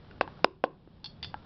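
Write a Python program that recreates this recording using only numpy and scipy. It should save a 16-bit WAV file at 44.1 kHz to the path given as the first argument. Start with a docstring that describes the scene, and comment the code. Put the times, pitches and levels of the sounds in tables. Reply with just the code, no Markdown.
"""Outdoors, close to a plant pot, a thin metal tool pokes about over low hum, hiss and faint rustling.
Each impact excites damped modes: three dull knocks on the soil-filled pot, a few light taps, then two
bouncing clinks of the metal itself. Nearby walls return a faint echo. A limiter ducks the background
at the hardest knock and lets it swell back."""
import sys
import numpy as np
from scipy import signal
from scipy.fft import rfft, irfft
from scipy.io import wavfile
from scipy.ndimage import uniform_filter1d, minimum_filter1d

SR = 44100
rng = np.random.default_rng(int(sys.argv[2]) if len(sys.argv) > 2 else 0)


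def generate_wav(sig):
    """Save sig (samples, or channels by samples) to the path in sys.argv[1] as 16-bit PCM at SR."""
    pcm = np.round(np.clip(np.atleast_2d(sig).T, -1, 1) * 32767).astype(np.int16)
    wavfile.write(sys.argv[1], SR, pcm)


N = 63945

# Noise spectra. Each row: frequency in Hz, relative spectral density in dB.
AIR_SPECTRUM = [(20, -3), (50, 1), (90, 5.5), (150, -3), (230, -3.5), (330, -10.5), (600, -15.5),
                (1100, -23.5), (2000, -31.5), (3500, -27), (5200, -35.5), (6000, -57)]
HUM_SPECTRUM = [(70, -28), (92, -8.5), (112, -21.5), (142, -2), (175, -6.5), (215, -10.5), (300, -47),
                (900, -98)]
RUSTLE_SPECTRUM = [(100, -12.5), (300, 8), (900, 1.5), (1400, -0.5), (2100, -9), (3500, -10), (5200, -15),
                   (6000, -27)]
ECHO_SPECTRUM = [(100, -4), (200, 2.5), (370, 10.5), (600, -7.5), (1000, 2), (1600, -6), (2800, -4.5),
                 (5000, -7)]
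SCRAPE_SPECTRUM = [(200, -14.5), (900, -0.5), (2000, 1), (3300, 9), (5000, -0.5), (6000, -20)]
# Envelopes. Each row: time in seconds, level in dB.
HUM_ENVELOPE = [(0, -62.5), (0.301, -55), (.8, -55), (1.051, -54.5), (1.2, -50), (1.33, -51.5), (1.45, -66)]
RUSTLE_ENVELOPE = [(0, -61.5), (.15, -60.5), (.33, -57.5), (0.409, -58), (0.549, -72.5), (.95, -66),
                   (1.15, -63.5), (1.3, -61), (1.45, -58.5)]
# Modes of a light tap, the soil-filled pot, its hollow after-ring and the snap of the tool's tip.
# Each row: base frequency in Hz, relative level in dB, base time to decay by 60 dB in seconds.
TAP_MODES = [(300, -18, 0.032), (560, -14.5, 0.0055), (827.6, 0, 0.023), (1330, -31, 0.23),
             (1600, -11, 0.036), (1578, -0.5, 0.013), (2850, -7.5, 0.0049), (4500, -13, 0.004)]
POT_MODES = [(211.1, -25.5, .035), (332.6, -18.5, .028), (393, -23, .017), (500.5, -2, 0.019),
             (728.5, -2.5, 0.018), (1020, -5.5, 0.022), (1461, -5.5, 0.016), (1750, -4.5, 0.0069),
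             (2517, -5, 0.0076)]
HOLLOW_MODES = [(349, -41, 0.27), (385, -38.5, 0.27)]
SNAP_MODES = [(2855, -12, 0.0095), (3657, -15, .01), (5042, -14.5, .0102)]
# Modes of the tool. Each row: frequency in Hz, relative level in dB when struck at the tip,
# the same when struck on the shaft, time to decay by 60 dB in seconds.
TOOL_MODES = [(853, -15.5, -26, 0.034), (1704, -22.5, -19.5, 0.038), (2028, -42, -9, 0.091),
              (2736, -17, -1, 0.023), (3324, -2.5, -10.5, 0.024), (3356, -5, -11, 0.033),
              (3526, -12.5, 2, 0.069), (3720, -24.5, -29.5, 0.027), (4220, -11.5, -31.5, 0.044),
              (4345, -1, -33, 0.026), (4430, -13.5, -15, 0.086), (4610, -5.5, -6.5, 0.024),
              (4620, -27, 5.5, 0.035), (5000, -11, -6, 0.019), (5510, -38, -40, 0.079)]
# Light taps. Each row: start in seconds, gain in dB, pitch factor, contact cutoff in Hz.
TAPS = [(0.1115, -43, 1.78, 4000), (0.2768, -30.5, 1.07, 2230), (0.3020, -48.5, 0.72, 8000),
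        (0.3922, -42, .95, 1547), (0.8745, -35.5, .4, 3010), (1.3420, -23, 1.022, 2400)]
# Knocks on the pot. Each row: start in seconds, gain in dB, pitch factor, decay time factor,
# contact cutoff in Hz, then the gains of snap, crack and echo in dB.
KNOCKS = [(0.2103, -9.5, 1.063, 0.9, 8000, -8.5, -27, 3), (0.4441, 8.5, 1.006, 0.61, 3286, -1.5, -43, -7),
          (0.6390, 1.5, 1.04, 1.185, 580, -22, -35, 1.5)]
# Contacts of the bouncing tool. Each row: start in seconds, relative level in dB,
# place of contact from 0 (tip) to 1 (shaft), scrape gain in dB.
CLINKS = [(1.0432, -20, 0.088, -17.5), (1.0588, -23.5, 0.097, -13), (1.2281, -27, 0.94, 0),
          (1.2368, -35, 0.95, -5), (1.2449, -21.5, 0.24, -8.5)]

TIME = np.arange(N) / SR  # seconds


def undb(db):
    """Amplitude ratio for a level in decibels."""
    return 10 ** (np.asarray(db) / 20)


def noise(spectrum):
    """Spectral shaping: white noise weighted by (Hz, dB) points, then scaled to rms 1."""
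    hz, db = np.array(spectrum, float).T
    bin_hz = np.maximum(np.fft.rfftfreq(N, 1 / SR), 1)
    weights = undb(np.interp(np.log(bin_hz), np.log(hz), db))
    shaped = irfft(rfft(rng.standard_normal(N)) * weights, N)
    return shaped / shaped.std()


def fade(t60_s):
    """Exponential damping: the level falls 60 dB in t60_s seconds."""
    return np.exp(-np.log(1000) * TIME / t60_s)


def ring(modes, pitch=1, length=1):
    """Modal superposition: a struck body sounds as a sum of damped sines, here of alternating sign."""
    return sum((-1) ** k * undb(db) * fade(t60 * length) * np.sin(2 * np.pi * hz * pitch * TIME)
               for k, (hz, db, t60) in enumerate(modes))


def soften(x, cutoff_hz):
    """Contact compliance: a softer blow excites less treble."""
    return signal.sosfilt(signal.butter(1, cutoff_hz, fs=SR, output="sos"), x)


def add(out, start_s, x):
    """Linear superposition: a sound joins the mix at its start time."""
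    i = int(start_s * SR)
    out[i:] += x[:N - i]


def lowpass(x, cutoff_hz):
    """Band limiting by a steep elliptic filter."""
    return signal.sosfilt(signal.ellip(8, .2, 80, cutoff_hz, fs=SR, output="sos"), x)


def air(level_db=-53, waver_db=0.87):
    """Slow amplitude modulation makes the distant hum and soft hiss waver a little."""
    waver = noise([(6, 0), (12, -30), (40, -120)])
    return noise(AIR_SPECTRUM) * undb(level_db - waver_db * waver)


def hum():
    """Noise in a narrow low band is heard as a distant drone; it swells near the end, then fades."""
    return noise(HUM_SPECTRUM) * undb(np.interp(TIME, *np.array(HUM_ENVELOPE).T))


def rustle(flicker_db=1.5):
    """Friction among stems and soil gives a faint, uneven noise as the hand moves."""
    flicker = noise([(60, 0), (150, -30), (400, -120)])
    level_db = np.interp(TIME, *np.array(RUSTLE_ENVELOPE).T)
    return noise(RUSTLE_SPECTRUM) * undb(level_db + flicker_db * flicker)


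def taps():
    """Impulse excitation: light touches of the tool set modes ringing briefly."""
    out = np.zeros(N)
    for start, db, pitch, cutoff_hz in TAPS:
        add(out, start, undb(db) * soften(ring(TAP_MODES, pitch), cutoff_hz))
    return out


def wall_echo(x, delay_s=0.0082, level_db=-26.5):
    """Diffuse reflection from ground and walls: convolution with delayed, decaying noise."""
    response = np.zeros(N)
    add(response, delay_s, noise(ECHO_SPECTRUM) * fade(t60_s=0.29))
    response /= np.linalg.norm(response)
    return undb(level_db) * signal.fftconvolve(x, response)[:N]


def radiate(x, cutoff_hz=127):
    """Radiation efficiency: a pot much smaller than the wavelength sends out little bass."""
    return signal.sosfilt(signal.butter(2, cutoff_hz, "high", fs=SR, output="sos"), x)


def knocks():
    """Damped resonance: the struck pot thuds and rings hollow, with a tip snap, gritty crack and echo."""
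    direct, to_walls = np.zeros(N), np.zeros(N)
    for start, db, pitch, length, cutoff_hz, snap_db, crack_db, echo_db in KNOCKS:
        thud = soften(ring(POT_MODES, pitch, length) + ring(HOLLOW_MODES), cutoff_hz)
        snap = undb(snap_db) * ring(SNAP_MODES)
        crack = undb(crack_db) * noise(SCRAPE_SPECTRUM) * fade(t60_s=0.056)
        knock = undb(db) * radiate(thud - snap + crack)
        add(direct, start, knock)
        add(to_walls, start, undb(echo_db) * knock)
    return direct + wall_echo(to_walls)


def clinks(tail_db=-6.5, tick_db=-20.5):
    """The point of impact weights the bouncing tool's modes; a grainy, diffuse reverberation keeps them
    ringing."""
    out = np.zeros(N)
    for start, db, place, scrape_db in CLINKS:
        metal = ring([(hz, tip_db + place * (shaft_db - tip_db), t60)
                      for hz, tip_db, shaft_db, t60 in TOOL_MODES])
        diffusion = rng.standard_normal(N) * fade(t60_s=0.2)
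        diffusion /= np.linalg.norm(diffusion)
        tail = undb(tail_db) * signal.fftconvolve(metal, diffusion)[:N]
        scrape_envelope = undb(scrape_db) * fade(t60_s=0.033)
        tick_envelope = undb(tick_db) * fade(t60_s=0.0077)
        contact = noise(SCRAPE_SPECTRUM) * (scrape_envelope + tick_envelope)
        add(out, start, undb(db) * (metal + tail + contact) / 2)
    return out


def scene():
    """Sound pressures add: impacts, their echoes and the outdoor background share one channel."""
    light_impacts = taps() + clinks()
    return (knocks() + light_impacts + wall_echo(light_impacts) + rustle() + hum() + air())[None]


def record(dry, limit_db=-1.7, clip_db=-2.9, attack_s=0.002, recovery_db_per_s=11):
    """Peak limiting in a narrow band: the gain drops fast and recovers slowly; the crest is clipped."""
    narrow = lowpass(dry[0], cutoff_hz=5700)
    excess_db = np.maximum(20 * np.log10(np.abs(narrow) + 1e-9) - limit_db, 0)
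    # Each excess is held as a gain reduction that drains at the recovery rate.
    recovery_db = recovery_db_per_s * TIME
    duck_db = np.maximum.accumulate(excess_db + recovery_db) - recovery_db
    # The gain eases down just ahead of the peak.
    attack_samples = int(attack_s * SR)
    held_db = minimum_filter1d(-duck_db, 2 * attack_samples)
    gain = undb(uniform_filter1d(held_db, attack_samples))
    clipped = np.clip(narrow * gain, -undb(clip_db), undb(clip_db))
    return lowpass(clipped, cutoff_hz=16500)[None]


dry = scene()
out = record(dry)
generate_wav(out)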